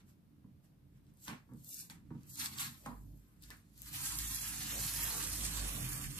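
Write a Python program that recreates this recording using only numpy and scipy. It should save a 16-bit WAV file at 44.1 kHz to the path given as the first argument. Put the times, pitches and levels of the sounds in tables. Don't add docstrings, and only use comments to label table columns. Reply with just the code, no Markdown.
import sys
import numpy as np
from scipy import signal
from scipy.fft import rfft, irfft
from scipy.io import wavfile
from scipy.ndimage import uniform_filter1d, map_coordinates

SR = 44100
rng = np.random.default_rng(int(sys.argv[2]) if len(sys.argv) > 2 else 0)


def master(y):
    cut = np.clip(np.atleast_2d(y).T, -1, 1)
    pcm = np.round(cut * 32767)
    wavfile.write(sys.argv[1], SR, pcm.astype(np.int16))


def ratio_of_db(decibels):
    return 10 ** (np.asarray(decibels, float) / 20)


N = 272979

# time_s, left_lag_samples (delay of the left port behind the right)
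PEEL_LINE = [
    (0, -11),
    (2.5, -10),
    (3.5, -10.5),
    (4.2, -4),
    (4.7, -2),
    (5.2, 2.5),
    (5.7, 5.5),
    (6.19, 5),
]


def peel():
    # time_s, finest_fibres_db (added)
    angle = [(1.9, 0), (2.3, 0), (2.45, -0.5), (2.7, 1), (3.2, 1), (3.5, -1), (3.9, 1), (4.07, -1),
             (4.36, 0.5), (4.42, -1), (5.08, 1), (5.44, -3), (5.6, -0.5), (5.69, 1.5), (6.19, 0)]
    # centre_hz, width_hz, level_db
    fibres = [(6360, 2350, -3.5), (7780, 1540, 2.5), (9260, 2090, -1.5)]
    # centre_hz, width_hz, level_db
    fine_fibres = [(11600, 1800, 1.5), (14120, 1020, -2)]
    # centre_hz, width_hz, level_db
    rustle = [(3110, 2520, -2), (4370, 670, 4.5), (5670, 2470, -2.5)]
    # centre_hz, width_hz, level_db
    strip = [(752, 49, 0), (1130, 490, 0), (1770, 400, 3.5), (2500, 950, -3)]
    # time_s, centre_hz, level_db (against the fibre clicks)
    span_ring = [
        (3.8, 11400, -16),
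        (4.05, 8660, -16),
        (4.37, 11100, -6),
        (4.68, 9100, -12.5),
        (5.1, 11390, -8.5),
        (5.19, 9740, -16),
        (5.52, 8700, -13),
        (5.77, 10900, -6),
        (6.19, 9100, -11),
    ]

    click_db, fine_db, rustle_db, body_db, lean_db = pull()
    lag = curves(PEEL_LINE)[0]
    pan_db = -0.5 - 0.22 * lag + lean_db
    fine_db = fine_db + curves(angle)[0]
    rush_db = 0.74 * walk(60) + 0.66 * walk(25)
    threads = clicks(6000., 2.65)
    slips = clicks(2500., 1.32) + 0.19 * threads

    coarse_db = 10 * np.log10(np.clip(1 - ratio_of_db(2 * fine_db), .15, 1))
    coarse = steep(flex(threads, fibres, 1.27, 24), 4300, 11700)
    fine = steep(ring(threads, fine_fibres), 9060, 21300)
    paper = steep(flex(slips, rustle, 2.2, 40), 2610, 6840)
    body = steep(flex(slips, strip, 2.2, 30), 800, 3200)
    sound = level(coarse, 0) * ratio_of_db(coarse_db)
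    sound += level(fine, 0) * ratio_of_db(fine_db + 1.7 * walk(40))
    sound += level(paper, 0) * ratio_of_db(rustle_db + 1.3 * walk(50))
    sound += level(body, 0) * ratio_of_db(body_db + 1.2 * walk(45))

    span_hz, span_db = curves([(3.7, 11600, -29.5)] + span_ring)
    span_width_hz = 1700
    sound += level(sweep(clicks(5000., 3.3), span_hz, span_width_hz), 0) * ratio_of_db(span_db)

    near, far = sound * ratio_of_db(click_db + rush_db - 2.0)
    far_lag = 158.7 + 30 * walk(4)
    return ports(near, pan_db, lag) + 1.18 * ports(far, pan_db, far_lag)


def pull():
    # peak_s, peak_db, rise_s, fall_s, weight (0 finest
    tugs = [(0.0, -79, .03, 0.067, 0.85), (0.098, -74, 0.12, 0.099, 0.58), (0.646, -78, .05, 0.11, 0.6),
            (0.976, -84.5, 0.15, 0.075, 0.75), (1.1, -84, 0.19, 0.056, 0.71), (1.252, -58, .13, 0.14, 0.28),
            (1.282, -57, 0.036, 0.16, 0.97), (1.6, -74.5, 0.28, 0.19, 0.24), (1.74, -49, 0.18, 0.16, 0.032),
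            (1.8, -49, 0.19, 0.13, 0.29), (1.901, -59, 0.0087, 0.11, 0.78), (1.95, -75.5, .05, 0.13, 0.88),
            (2.3, -57, 0.088, 1.4, 0.077), (2.403, -43.5, 0.07, 0.19, 0.55),
            (2.463, -46.5, 0.21, 0.05, 0.54), (2.53, -55, 0.1, 0.21, 0.55), (2.6, -44, 0.089, 0.23, 0.63),
            (2.67, -50, 0.28, 0.037, 0.63), (2.76, -71, 0.34, 0.24, 0.39), (2.86, -63.5, 0.06, 0.15, 0.72),
            (3.25, -90, 0.3, 2.0, 0.9), (3.43, -64.5, 0.046, 0.41, 0.49), (3.507, -65, 0.013, 0.14, 0.91),
            (1.66, -64.5, .02, 0.27, 0.34), (2.24, -77.5, 0.47, 0.31, 0.74),
            (3.78, -63, 0.072, 0.61, 0.35), (3.881, -54.5, 0.18, 0.14, 0.46), (3.73, -96, .05, .1, 0.11),
             (3.95, -52, 0.034, 0.057, 0.2), (4.07, -46.5, 0.38, 0.4, 0.48), (4.192, -47, .01, 0.11, 0.5),
             (4.36, -43.5, 0.19, 0.054, 0.42), (5.08, -52, 0.19, .1, 0.28), (5.45, -44.5, 0.17, 0.1, 0.57),
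             (5.57, -43.5, 0.13, 0.035, 0.45), (5.69, -45.5, 0.23, 0.047, 0.64), (5.97, -52, 1, 0.34, 0.12),
             (6.19, -48, 0.23, 0.11, 0.49)]
    # time_s, level_db, weight (0 to 1)
    steady = [
        (3.86, -84, 0.47),
        (3.932, -48, 0.5),
        (4.4, -47, 0.49),
        (4.72, -45.5, 0.49),
        (5.0, -42.5, 0.5),
        (5.44, -44, 0.47),
        (5.53, -47.5, 0.59),
        (6.04, -50.5, 0.58),
        (6.14, -58.5, 0.42),
    ]

    s, db, rise_s, fall_s, weight = np.transpose(tugs)
    power = swells(s, db, rise_s, fall_s)
    t = np.arange(power.shape[1]) / 1000
    at, rip_db, rip_weight = np.transpose(steady)
    power = np.vstack([power, ratio_of_db(2 * np.interp(t, at, rip_db, left=-120))])
    weight = np.vstack([weight[:, None] + 0 * t, np.interp(t, at, rip_weight)])
    click_db = summed_db(power)

    ranges = (-2, -6), (-15.5, -1.5), (-33, 6.5), (0, -4)
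    shares = [click_db]
    for light, heavy in ranges:
        gain_db = light + (heavy - light) * weight
        shares.append(summed_db(power * ratio_of_db(2 * gain_db)) - click_db)
    return shares


def snaps():
    # time_s, peak_db, centre_hz, pan_db (left minus right)
    strong_threads = [(1.0664, -68, 4500, 2), (1.1372, -60, 10800, -0.5), (1.1714, -57, 11900, 3),
                      (1.2402, -48, 11600, 3), (1.2802, -34.5, 3450, 4), (1.535, -54, 10400, 7),
                      (1.587, -69, 11200, 3), (1.6024, -61.5, 13000, 8), (1.6112, -59, 13000, 1),
                      (1.645, -40, 12500, 3.0), (1.691, -35, 10350, 4), (1.743, -30, 11360, -1),
                      (1.8982, -41.5, 4530, 5), (2.232, -55, 7100, -10), (2.2854, -52, 11900, 4),
                      (2.2958, -63, 12100, 0), (2.3557, -35, 7550, -1), (2.398, -32, 4370, -4),
                      (2.4584, -29, 4220, 0), (2.585, -32.5, 4060, -2), (2.7432, -48, 11200, 2),
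                      (2.8614, -40, 9190, 5), (3.423, -49.5, 12580, 22), (3.437, -44.5, 4560, 5),
                      (3.5033, -42, 4370, 10), (3.5682, -52, 12180, 8), (3.7031, -82, 13000, 3),
                      (3.7176, -64, 13800, -6), (3.7386, -61, 13000, 3), (3.7655, -60, 7430, 3),
                      (3.7773, -48, 13050, 15), (3.8181, -35, 11400, 12), (3.8613, -48, 5500, 4),
                      (3.9192, -44, 12500, 3), (3.947, -36, 8570, 9), (4.0612, -31, 7850, 13),
                      (4.154, -31, 9770, -8), (4.1856, -24.5, 10500, -4), (4.1875, -29, 6000, -7),
                      (4.346, -27, 12000, -13), (4.354, -35, 10880, 0), (4.37, -32, 10900, 4),
                      (4.9367, -28, 11100, -3), (5.041, -27, 12400, -15), (5.4544, -29, 8510, -8),
                      (5.4624, -31, 8270, -4.5), (5.536, -33, 8510, -5), (5.9309, -30, 8710, -4.5)]
    out, lag = np.zeros((2, N)), curves(PEEL_LINE)[0]
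    t = np.arange(256) / SR
    for s, db, hz, pan_db in strong_threads:
        noise = rng.standard_normal(256)
        tick = (t == 0) + 0.16 * noise * np.exp(-t / 0.00067)
        tick = band(tick, hz, .5 * hz) + 0.51 * steep(tick, 0.54 * hz, 15500)
        tick *= ratio_of_db(db + 5) / np.max(np.abs(tick))
        i = int((s + 0.0014) * SR)
        out[0, i + int(lag[i]):][:256] += tick * ratio_of_db(pan_db / 2)
        out[1, i:i + 256] += tick * ratio_of_db(-pan_db / 2)
    return out


def knocks():
    # time_s, peak_db, edge_db (hard edge minus thud), drag_s (scrape length)
    fingers = [(0.439, -44.5, -30, 0.024), (0.558, -64, -32, 0.019), (0.84, -65, -32, 0.035),
               (1.142, -62, -18, 0.039), (1.275, -40, -9.5, 0.036), (1.32, -40.5, -22, 0.019),
               (1.487, -52.5, -16, 0.07), (1.514, -40.5, -24.5, 0.047), (1.893, -54.5, -9.5, 0.071),
               (2.102, -35, -21.5, 0.034), (2.146, -38, -26, 0.02), (2.386, -50.5, -19, 0.079),
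               (2.607, -48.5, -29, 0.087), (2.857, -37.5, -3, 0.04), (2.913, -49, -4, 0.051),
               (3.497, -51.5, -9.5, 0.035)]
    # centre_hz, width_hz, level_db
    thud_modes = [(137.6, 36, -2.5), (180, 36, -1), (236, 38, 1), (310.5, 33, -4), (454, 84, -12.5)]
    # centre_hz, width_hz, level_db
    edge_modes = [(523, 140, -7), (805, 73, -1), (980, 63, 2.5), (1182, 110, 0), (1580, 620, -8)]

    soft, hard = np.zeros(N), np.zeros(N)
    t = np.arange(8192) / SR
    for s, db, edge_db, drag_s in fingers:
        drag = rng.standard_normal(8192) * np.exp(-t / np.clip(drag_s, .005, .1))
        i = int((s + 0.0029) * SR)
        soft[i:i + 8192] += (0.063 * drag + (t == 0)) * ratio_of_db(db)
        hard[i:i + 8192] += (0.051 * drag * np.exp(-t / 0.093) + (t == 0)) * ratio_of_db(db + edge_db)
    flesh = np.hanning(130) / 50
    thud = ring(np.convolve(soft, flesh)[:N], thud_modes)
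    edge = band(ring(hard, edge_modes), 920, 1200)
    return ratio_of_db(41.5) * thud, ratio_of_db(36.5) * edge


def strain():
    # time_s, deepest_mode_hz, effort_db
    arm = [(0.0, 46.8, -65.5), (0.29, 45.5, -72.5), (0.43, 52.4, -64), (0.71, 47.3, -73), (1.1, 47.5, -66),
           (1.4, 49, -70), (1.6, 51.8, -65.5), (1.9, 48.1, -63.5), (2.65, 51.4, -60.5), (2.8, 52.1, -68.5),
           (3.0, 49.8, -61.5), (3.2, 49.97, -65), (3.75, 52.75, -67.5), (4.1, 53.94, -56),
           (4.6, 53.1, -56.5), (5.45, 52.3, -52), (5.67, 47.5, -49.5), (6.19, 41.3, -53.5)]
    # peak_s, deepest_mode_db, length_s, board_mode_db
    heaves = [(0.03, -76, 0.26, -67.5), (0.432, -76, 0.55, -75), (0.593, -80, 0.34, -65),
              (0.95, -68, 0.79, -65.5), (1.148, -75.5, 0.14, -65), (1.309, -69, 0.16, -66),
              (1.547, -70, 0.37, -60.5), (2.124, -62, 0.42, -65), (2.273, -81, 0.33, -59),
              (2.411, -74, 0.4, -61), (2.658, -69, 0.58, -57), (3, -52.5, 0.4, -62),
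              (3.115, -53.5, 0.3, -58.5), (3.485, -56, 0.31, -64), (3.854, -58.5, 0.43, -66),
              (4.03, -71, 0.38, -52.5), (4.227, -44.5, 0.41, -56.5), (4.515, -57, 0.8, -55.5),
              (4.815, -49, 0.42, -53), (5.048, -47, 0.49, -52), (5.33, -48.5, 0.43, -57),
              (5.45, -41.5, 0.21, -60), (5.636, -41, 0.53, -52.5), (5.827, -52, 0.23, -44.5),
              (5.908, -47, 0.25, -44.5), (6.074, -50, 0.18, -43)]
    # peak_s, level_db, length_s
    drags = [(0.05, -85.5, 0.73), (0.602, -85, .6), (1.334, -57, 0.11), (1.45, -86, 0.67),
             (1.71, -82, 0.28), (2.207, -76, 0.24), (2.533, -76, .3), (2.897, -68, 0.3), (3.0, -88, 0.96),
             (3.532, -81, 0.27), (3.834, -86, 0.27), (4.073, -72, 0.52), (4.422, -66.5, 0.13),
             (4.639, -66.5, 0.33), (4.795, -61.5, 0.46), (5.054, -58, 0.52), (5.184, -61, 0.33),
             (5.443, -60.5, 0.25), (5.598, -62, 0.89), (5.783, -60.5, 0.24), (6.014, -62.5, 0.24),
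             (6.08, -73, .2)]
    # centre_hz, width_hz, level_db
    table_modes = [(84.3, 17, 0.5), (111, 8.9, -8.5), (158, 14, -1.5), (223.4, 17, -3), (291.3, 21.6, -2.5)]

    deep_hz, upper_db = curves(arm)
    s, deep_db, length_s, board_db = np.transpose(heaves)
    deep_db = summed_db(swells(s, deep_db, length_s, length_s))
    board_db = summed_db(swells(s, board_db, length_s, length_s))
    s, drag_db, length_s = np.transpose(drags)
    drag_db = summed_db(swells(s, drag_db, length_s, length_s))

    phase = 2 * np.pi * np.cumsum(deep_hz * (1 + 0.0291 * walk(20.8))) / SR
    deep = (np.sin(phase) + 0.35 * np.sin(2 * phase)) * ratio_of_db(1.9 * walk(11))
    tremor = rng.standard_normal((6, N))
    board = band(band(tremor[:2], 130.3, 21.3), 130.4, 24)
    board = level(board, 0) * ratio_of_db(board_db)
    upper = steep(ring(tremor[2:4], table_modes), 64, 353)
    upper = level(upper, 0) * ratio_of_db(upper_db + 1.0 * walk(23) + 2.16 * walk(8))
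    drag = level(steep(tremor[4:], 360, 749), 0) * ratio_of_db(drag_db + 6.9 * walk(10))

    wide = np.array([[1], [-1]])
    modes = board[0] + 0.22 * board[1] * wide + upper[0] + 0.35 * upper[1] * wide
    return level(deep, 0) * ratio_of_db(deep_db) + modes + drag


def room(x):
    hop, low_t60_s, high_t60_s = 8192, 0.23, 0.059
    t = np.arange(SR // 3) / SR
    out = np.zeros((2, N + 2 * hop + len(t)))
    x = np.pad(x, ((0, 0), (hop, 2 * hop)))
    for i in range(0, N + hop, hop):
        noise = rng.standard_normal((2, len(t)))
        low = signal.lfilter([.2], [1, -.8], noise)
        tail = low * ratio_of_db(-60 * t / low_t60_s) + (noise - low) * ratio_of_db(-60 * t / high_t60_s)
        tail *= np.clip(t / 0.0015, 0, 1) / np.sqrt(np.sum(tail ** 2) / 2)
        part = signal.fftconvolve(x[:, i:i + 2 * hop] * np.hanning(2 * hop), tail, axes=1)
        out[:, i:i + part.shape[1]] += part[:, :out.shape[1] - i]
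    return out[:, hop:hop + N]


def hush():
    # frequency_hz, density_db (per Hz)
    spectrum = [(24, -26), (40, -14), (156, -5), (211, -8), (257, -16.5), (700, -32), (6500, -46.5),
                (14000, -41.5)]
    hz = np.fft.rfftfreq(N, 1 / SR) + 1
    at_hz, density_db = np.transpose(spectrum)
    shape = ratio_of_db(np.interp(np.log(hz), np.log(at_hz), density_db))
    mid, side = rfft(rng.standard_normal((2, N))) * shape
    both = mid + np.clip(hz / 600, 0, 1) * side * np.array([[1], [-1]])
    above = np.sqrt(np.mean(irfft(mid * (hz > 340), N) ** 2))
    return irfft(both, N) * ratio_of_db(-80) / above


def clicks(rate, spread_db):
    when = rng.random((2, N))
    sign = rng.standard_normal((2, N))
    size = rng.exponential(size=(2, N))
    return (when < rate / SR) * sign * ratio_of_db(spread_db * np.minimum(size, 5.))


def band(x, hz, width):
    return signal.lfilter(*signal.iirpeak(min(hz, .45 * SR), hz / width, fs=SR), x)


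def ring(x, modes):
    return sum((-1) ** k * ratio_of_db(db) * band(x, hz, width) for k, (hz, width, db) in enumerate(modes))


def flex(x, modes, patchy_db, rate):
    out = 0
    for k, (hz, width, db) in enumerate(modes):
        out = out + (-1) ** k * ratio_of_db(db + patchy_db * walk(rate)) * band(x, hz, width)
    return out


def sweep(x, hz, width_hz):
    turn = np.exp(2j * np.pi * np.cumsum(hz) / SR)
    return np.real(signal.lfilter(*signal.butter(2, width_hz / SR), x / turn) * turn)


def steep(x, low_hz, high_hz):
    return signal.sosfilt(signal.butter(3, [low_hz, high_hz], "band", fs=SR, output="sos"), x)


def ports(x, pan_db, lag):
    left = map_coordinates(x, [np.arange(N) - lag], order=3, mode="nearest")
    return np.array([left * ratio_of_db(pan_db / 2), x * ratio_of_db(-pan_db / 2)])


def swells(s, db, rise_s, fall_s):
    fade_db, fade_curve = 36.5, 1.105
    late = np.arange(0, N / SR + .001, .001) - s[:, None]
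    before_peak = -late / np.maximum(rise_s, .005)[:, None]
    after_peak = late / np.maximum(fall_s, .005)[:, None]
    gone = np.where(late < 0, before_peak, after_peak)
    return ratio_of_db(2 * (db[:, None] - fade_db * np.minimum(gone, 5) ** fade_curve))


def summed_db(power):
    total_db = 10 * np.log10(power.sum(axis=0) + 1e-12)
    return np.interp(np.arange(N) / SR, np.arange(power.shape[1]) / 1000, total_db)


def level(x, db):
    return x * ratio_of_db(db) / np.sqrt(np.mean(x ** 2))


def curves(table):
    s, *columns = np.transpose(np.vstack(table))
    return [np.interp(np.arange(N) / SR, s, c) for c in columns]


def walk(rate):
    k = int(SR / rate)
    held = np.repeat(rng.standard_normal(N // k + 1), k)
    return 0.904 * uniform_filter1d(held, k)[:N]


def scene():
    thud, edge = knocks()
    ticks = snaps()
    tape = peel() + np.array([np.roll(edge, -6), edge])
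    table = (strain() + thud) * ratio_of_db(np.array([[-1.], [1.]]))
    walls = room(tape + ratio_of_db(-3.0) * ticks + ratio_of_db(-11.5) * thud)
    return tape + ticks + ratio_of_db(-1) * walls + table + hush()


def band_limit(x):
    return signal.sosfilt(signal.butter(12, 16100, fs=SR, output="sos"), x)


def record(dry):
    # centre_hz, width_hz, level_db
    left_port = [(314, 220, -3), (820, 610, 1), (4460, 2000, 2.5), (8260, 3000, -3.4)]
    # frequency_hz, threshold_db (under the treble)
    mask = [(330, -60), (400, -22), (750, -19), (1000, -18), (3300, -8), (4300, -5.5), (5500, -8),
            (6500, -40)]
    # start_s, end_s, low_hz, high_hz
    starved = [(1.32, 1.38, 10400, 11200), (1.65, 1.88, 2950, 3400), (1.68, 1.83, 1850, 2200),
               (1.71, 1.81, 850, 1250), (1.75, 1.81, 550, 850), (1.8, 1.87, 1250, 1500),
               (2.25, 2.35, 3400, 3700), (2.3, 2.355, 2100, 3200), (2.88, 2.99, 5450, 5700),
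               (2.88, 2.99, 5950, 6200), (2.35, 2.44, 520, 760), (2.6, 2.68, 480, 720),
               (4.22, 4.29, 560, 800), (4.27, 4.36, 430, 640), (4.46, 4.56, 450, 620),
               (4.54, 4.65, 530, 680), (3.85, 3.88, 430, 900), (3.93, 4.03, 430, 580),
               (4.03, 4.14, 560, 760), (4.27, 4.41, 2900, 3150), (4.35, 4.45, 3550, 3850),
               (5.08, 5.2, 520, 660), (5.2, 5.3, 600, 800), (5.3, 5.37, 450, 600), (5.5, 5.53, 3500, 3800),
               (4.72, 4.76, 4450, 5100), (5.73, 5.77, 4700, 5100), (5.8, 5.885, 3750, 4150),
               (5.93, 6.09, 3850, 4200), (6.07, 6.12, 3450, 3650), (6.13, 6.165, 3750, 4150),
               (5.89, 5.95, 540, 720), (6.13, 6.19, 560, 780)]
    sharp_s = [1.281, 1.645, 1.899, 3.424, 3.505, 3.82, 4.187]
    top_hz = 14650

    left = dry[0]
    for hz, width, db in left_port:
        left = left + (ratio_of_db(db) - 1) * band(left, hz, width)
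    dry = np.array([left, dry[1]])

    hz, s, frames = signal.stft(dry, SR, nperseg=2048)
    power = np.mean(np.abs(frames) ** 2, axis=0)
    treble = power[(hz > 6000) & (hz < 14000)].mean(axis=0)
    masker = treble * np.maximum(treble / treble.max(), 1e-6) ** 0.32
    limit = masker * ratio_of_db(2 * np.interp(hz, *np.transpose(mask)))[:, None]
    whim = uniform_filter1d(rng.standard_normal((len(hz) // 6 + 1, len(treble))), size=3)
    limit = limit * ratio_of_db(9 * np.repeat(whim, 6, axis=0)[:len(hz)])
    heard = uniform_filter1d(power, size=5, axis=0) > limit
    heard &= (hz < top_hz)[:, None]
    for start, end, low, high in starved:
        in_band = ((hz > low) & (hz < high))[:, None]
        heard &= ~(in_band & (s > start) & (s < end + .012))
    kept = signal.istft(frames * heard, SR, nperseg=2048)[1][:, :N]

    is_open = sum(np.abs(np.arange(N) / SR - at) < .002 for at in sharp_s)
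    mix = kept + .4 * steep(dry, top_hz, 15900) * uniform_filter1d(1. * is_open, size=40)
    return band_limit(mix)


dry = scene()
out = record(dry)
master(out)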